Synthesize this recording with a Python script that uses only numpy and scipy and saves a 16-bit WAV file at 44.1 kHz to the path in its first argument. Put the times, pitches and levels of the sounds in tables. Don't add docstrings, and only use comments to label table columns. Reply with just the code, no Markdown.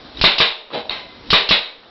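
import sys
import numpy as np
from scipy import signal
from scipy.fft import rfft, irfft
from scipy.io import wavfile
from scipy.ndimage import uniform_filter1d

SR = 44100
rng = np.random.default_rng(int(sys.argv[2]) if len(sys.argv) > 2 else 0)


def wav_record(signal):
    frames = np.transpose(np.atleast_2d(signal))
    bounded = np.clip(frames, -1, 1)
    quanta = np.round(bounded * 32767).astype(np.int16)
    wavfile.write(sys.argv[1], SR, quanta)


def boost(x):
    u = np.asarray(x, float) / 20
    return 10 ** u


N = 83790

# time_s, rumble_db
HANDLING = [(0, -44.5), (.06, -40), (.13, -44), (.2, -29.5), (.3, -73.5), (.68, -58), (.76, -45),
            (.88, -42.5), (1.12, -44.5), (1.25, -41), (1.3, -35), (1.4, -57), (1.78, -58), (1.9, -46.5)]
# start_s, level_db, pitch_hz, ring_t60_s
TICKS = [(.170, -29.5, 3790, 0.032), (.183, -34, 3900, 0.011), (.193, -8.5, 3100, 0.0057),
         (.207, -33.5, 3900, .01), (.211, -30, 3900, 0.014), (.8948, 1.5, 3810, 0.0051),
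         (.895, -17.5, 4310, 0.011), (.895, -16, 3100, .006), (0.896, -19, 2780, 0.021),
         (.896, -12.5, 640, 0.0076), (1.273, -29, 3730, 0.0066), (1.277, -48, 3900, 0.078),
         (1.295, -42, 3900, 0.015)]
# start_s, length_s, hiss_db, rise_s, air_push_db
VALVES = [
    (0.173, 0.02, -37.5, 0.00048, -46),
    (1.269, 0.023, -49, .001, -53),
    (0.2113, .027, -11.5, 0.0023, -11),
    (0.3803, 0.033, -12, 0.0027, -37.5),
    (1.301, 0.046, -11.5, .004, -16),
    (1.487, .024, -11, 0.0032, -25.5),
]
# start_s, crack_db, slam_db, slam_width_s, exhaust_db
BLOWS = [
    (0.2393, 12, -4, .0004, -7.5),
    (.4022, 8, -13.5, 0.0002024, -10.5),
    (1.3294, 7, -4.5, 0.00057, -7),
    (1.509, 3, -11.5, .0003, -9),
]
# time_s, pressure_db
DRAG = [
    (.698, -71),
    (.704, -44),
    (.72, -39.5),
    (.731, -34.5),
    (.745, -23),
    (.77, -32),
    (.80, -31),
    (.83, -45),
]
# start_s, level_db, pitch_hz
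SKIPS = [
    (.704, -30.5, 1045),
    (.712, -29, 1214),
    (0.718, -31, 1000),
]
# start_s, level_db
KNOCKS = [
    (.739, -15),
    (0.746, -14),
    (.752, -12.5),
    (0.765, -14.5),
    (0.777, -16.5),
    (0.794, -17.5),
    (0.855, -21.5),
]

# frequency_hz, level_db
ROOM_HUM = [(60, -32.5), (235, -2.5), (420, 5.5), (1500, -3.5), (3400, -9), (3900, -10), (4400, -16),
            (6000, -17.5)]
BENCH_RUMBLE = [(20, -9.5), (55, -2), (150, -7.5), (300, -1.5), (600, -22)]
CIRCUIT_HISS = [(300, -13.5), (5000, -3), (6500, -8)]
VALVE_HISS = [(200, -32), (1000, -12.5), (2100, -12), (2700, 0.5), (3900, -6.5), (4600, -3.5), (5400, -9),
              (6300, -9)]
BLOW_CRACK = [(60, -26), (250, -13), (600, -7.5), (1400, -7.5), (2500, -1.5), (3300, -5.5), (3850, -4.5),
              (4600, -14), (6200, -26.5)]
NOSE_SNAP = [(60, -26.5), (300, -5), (1000, -4), (1700, -9), (2100, -1.5), (3300, -8), (4000, -7.5),
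             (4700, -17), (6200, -19)]
WOOD_RUB = [(60, -57), (130, -3.5), (500, 0), (1100, -7.5), (1700, -10), (3200, -11), (3950, -12.5),
            (4600, -18), (6200, -37)]

# pitch_hz, level_db, t60_s
NOSE_MODES = [(2040, -41.5, 1.3), (2070, -44, 1.5), (2180, -41, 0.68), (1500, -37.5, 0.16), (1000, -39, 1),
              (3030, -45, 0.92), (4190, -47.5, 0.87), (3920, -47.5, 0.84), (4440, -39, 0.25)]
FRAME_MODES = [(216, -5.5, 0.054), (427, 0, 0.051), (640, -18, 0.24), (1033, 3, .05), (1185, 0.5, .05),
               (1438, -6.5, 0.089)]
NAIL_MODES = [(1180.6, 6.5, 0.038), (659, 1.5, .03), (189.5, -8, 0.076)]
BODY_MODES = [(437, -2, 0.013), (618, 2.5, 0.02), (773, -8.5, 0.062), (2500, -23.5, 0.021),
              (3900, -9, 0.012)]

# frequency_hz, t60_s
SHOP_DECAY = [(60, 0.13), (160, 0.28), (300, 0.31), (500, 0.59), (1100, 0.43), (2200, .4), (3900, 0.43),
              (5200, 0.38)]


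def evened(x):
    return x / np.sqrt(np.mean(x ** 2) + 1e-20)


def read(points, hz):
    f, value = np.transpose(points)
    return np.interp(np.log(hz + 1), np.log(f + 1), value)


def curve(points):
    s, db = np.transpose(points)
    return boost(np.interp(np.arange(N) / SR, s, db))


def add(mix, start_s, sound):
    part = mix[round(start_s * SR):][:len(sound)]
    part += sound[:len(part)]


def noise(spectrum, size):
    gain = boost(read(spectrum, np.fft.rfftfreq(size, 1 / SR)))
    return evened(irfft(rfft(rng.standard_normal(size)) * gain, size))


def click(spectrum):
    level_db = np.maximum(read(spectrum, abs(np.fft.fftfreq(8192, 1 / SR))), -80)
    log_gain = np.log(boost(level_db))
    pulse = np.fft.ifft(np.exp(np.conj(signal.hilbert(log_gain)))).real[:4096]
    return pulse / abs(pulse).max()


def ring(modes):
    t = np.arange(SR // 2) / SR
    return sum(boost(db - 60 * t / t60) * np.sin(2 * np.pi * hz * t) for hz, db, t60 in modes)


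def push(db):
    u = np.arange(6000) / SR / 0.027
    return boost(db) * (1 - 1.2 * u) * np.exp(-u) * np.minimum(u * 12, 1)


def shop(x, wet_db):
    wall_s, early_db, early_s = 0.01, 4.5, 0.0062
    taps = np.zeros(SR)
    at = np.arange(0, SR - 12, 12)
    taps[at + rng.integers(0, 12, len(at))] = rng.choice([-1., 1.], len(at))
    hz, t, z = signal.stft(taps, SR, nperseg=1024)
    decay = boost(-60 * t / read(SHOP_DECAY, hz)[:, None])
    tail = signal.istft(z * decay, SR, nperseg=1024)[1]
    tail = tail * (1 + boost(early_db) * np.exp(-np.arange(len(tail)) / SR / early_s))
    tail = np.append(np.zeros(round(wall_s * SR)), tail / np.linalg.norm(tail))
    return x + boost(wet_db) * signal.fftconvolve(x, tail)[:N]


def hum():
    hum_db, patch_db = -44, 1.5
    z = signal.stft(noise(ROOM_HUM, size=N), SR, nperseg=512)[2]
    patches = uniform_filter1d(rng.standard_normal(z.shape), 6, 0)
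    patches = evened(uniform_filter1d(patches, 10, 1))
    air = signal.istft(z * boost(patch_db * patches), SR, nperseg=512)[1][:N]
    return boost(hum_db) * air + curve(HANDLING) * noise(BENCH_RUMBLE, size=N)


def circuit():
    return boost(-62.5) * noise(CIRCUIT_HISS, size=N)


def ticks():
    rise_s, edge_db = .0015, -17
    snap_s, snap_db, rattle_db, rattle_s = .8955, -10.5, -33.5, 0.061
    out, snap, t = np.zeros(N), np.zeros(N), np.arange(4096) / SR
    for start_s, db, hz, t60 in TICKS:
        ping = np.minimum(t / rise_s, 1) ** 2 * ring([(hz, db, t60)])[:4096]
        add(out, start_s, ping + boost(db + edge_db) * click(BLOW_CRACK))
    add(snap, snap_s, boost(snap_db) * click(NOSE_SNAP))
    rattle = np.exp(-t / rattle_s) * noise(NOSE_SNAP, size=4096)
    add(snap, snap_s + 0.0021, boost(rattle_db) * rattle)
    add(out, snap_s, ring(NOSE_MODES))
    out = shop(out, -14.5) + shop(snap, 7.5) - 0.68 * snap
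    add(out, snap_s, push(-30)[::3])
    return out


def valves():
    fade_db, pop_db = -11, 12
    hiss, steps = np.zeros(N), np.zeros(N)
    for start_s, length_s, db, rise_s, push_db in VALVES:
        t = np.arange(0, length_s, 1 / SR)
        flow = np.minimum(t / rise_s, 1) ** 2 * boost(db + fade_db * t / length_s)
        add(hiss, start_s, flow * noise(VALVE_HISS, size=4096)[:len(t)])
        add(steps, start_s + rise_s, push(push_db))
        add(hiss, start_s + rise_s, boost(db + pop_db) * click(NOSE_SNAP))
    return shop(hiss, -6) + steps


def blows():
    rise_s, exhaust_s, frame_db, recoil_db = 0.0028, 0.031, -8.5, -10
    out, t = np.zeros(N), np.arange(8192) / SR
    for start_s, crack_db, slam_db, width_s, air_db in BLOWS:
        echoed, u = np.zeros(N), t / width_s
        gush = boost(air_db) * np.minimum(t / rise_s, 1) ** 2 * np.exp(-t / exhaust_s)
        add(echoed, start_s + 6 * width_s, boost(crack_db) * click(BLOW_CRACK))
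        add(echoed, start_s, gush * noise(BLOW_CRACK, size=8192))
        add(echoed, start_s, boost(frame_db + slam_db) * ring(FRAME_MODES))
        out += shop(echoed, -2.5)
        slam = boost(slam_db) * 0.59 * u ** 2 * (3 - u) * np.exp(-u)
        add(out, start_s, slam)
        add(out, start_s + width_s, boost(slam_db) * ring(NAIL_MODES))
        add(out, start_s, np.repeat(push(slam_db + recoil_db), 2))
    return out


def scrape():
    grit_db, skip_t60_s, knock_rise_s = 2.2, .03, 0.0014
    t = np.arange(N) / SR
    grit = boost(grit_db * evened(uniform_filter1d(rng.standard_normal(N), 80)))
    touching = (t > DRAG[0][0]) * (t < DRAG[-1][0])
    rub = curve(DRAG) * touching * evened(grit * noise(WOOD_RUB, size=N))
    for start_s, db, hz in SKIPS:
        add(rub, start_s, ring([(hz, db, skip_t60_s)]))
    for start_s, db in KNOCKS:
        knock = ring([(hz * rng.uniform(0.977, 1.05), d, t60) for hz, d, t60 in BODY_MODES])
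        add(rub, start_s, boost(db - 2.5) * knock * np.minimum(t[:len(knock)] / knock_rise_s, 1))
    rub = signal.sosfilt(signal.butter(2, 150, "high", fs=SR, output="sos"), rub)
    return shop(rub, -5)


def ducking(x):
    power_db = 10 * np.log10(abs(uniform_filter1d(x ** 2, 400)) + 1e-12)
    back_db = np.arange(N) * 10.0 / SR
    held_db = np.maximum.accumulate(np.minimum(power_db, -14) + back_db) - back_db
    over_db = np.maximum(held_db + 24, 0)
    return boost(-.6 * uniform_filter1d(over_db, 400))


def scene():
    tool = valves() + blows() + ticks() + scrape()
    return (tool + ducking(tool) * hum() + circuit())[None]


def low_pass(x):
    return signal.sosfilt(signal.butter(12, 15900, fs=SR, output="sos"), x)


def record(dry):
    port_hz, port_width_hz, port_db = 3900, 816, 4
    capsule_top, knee, edge_hz, clip_top = 0.5, 8.4, 6820, .725
    port = signal.lfilter(*signal.iirpeak(port_hz, port_hz / port_width_hz, fs=SR), dry)
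    x = dry + boost(port_db) * port
    x = x / (1 + abs(x / capsule_top) ** knee) ** (1 / knee)
    x = signal.sosfilt(signal.cheby2(16, 95, edge_hz, fs=SR, output="sos"), x)
    x = signal.sosfilt(signal.butter(1, 18, "high", fs=SR, output="sos"), x)
    return low_pass(np.clip(x, -clip_top, clip_top))


dry = scene()
out = record(dry)
wav_record(out)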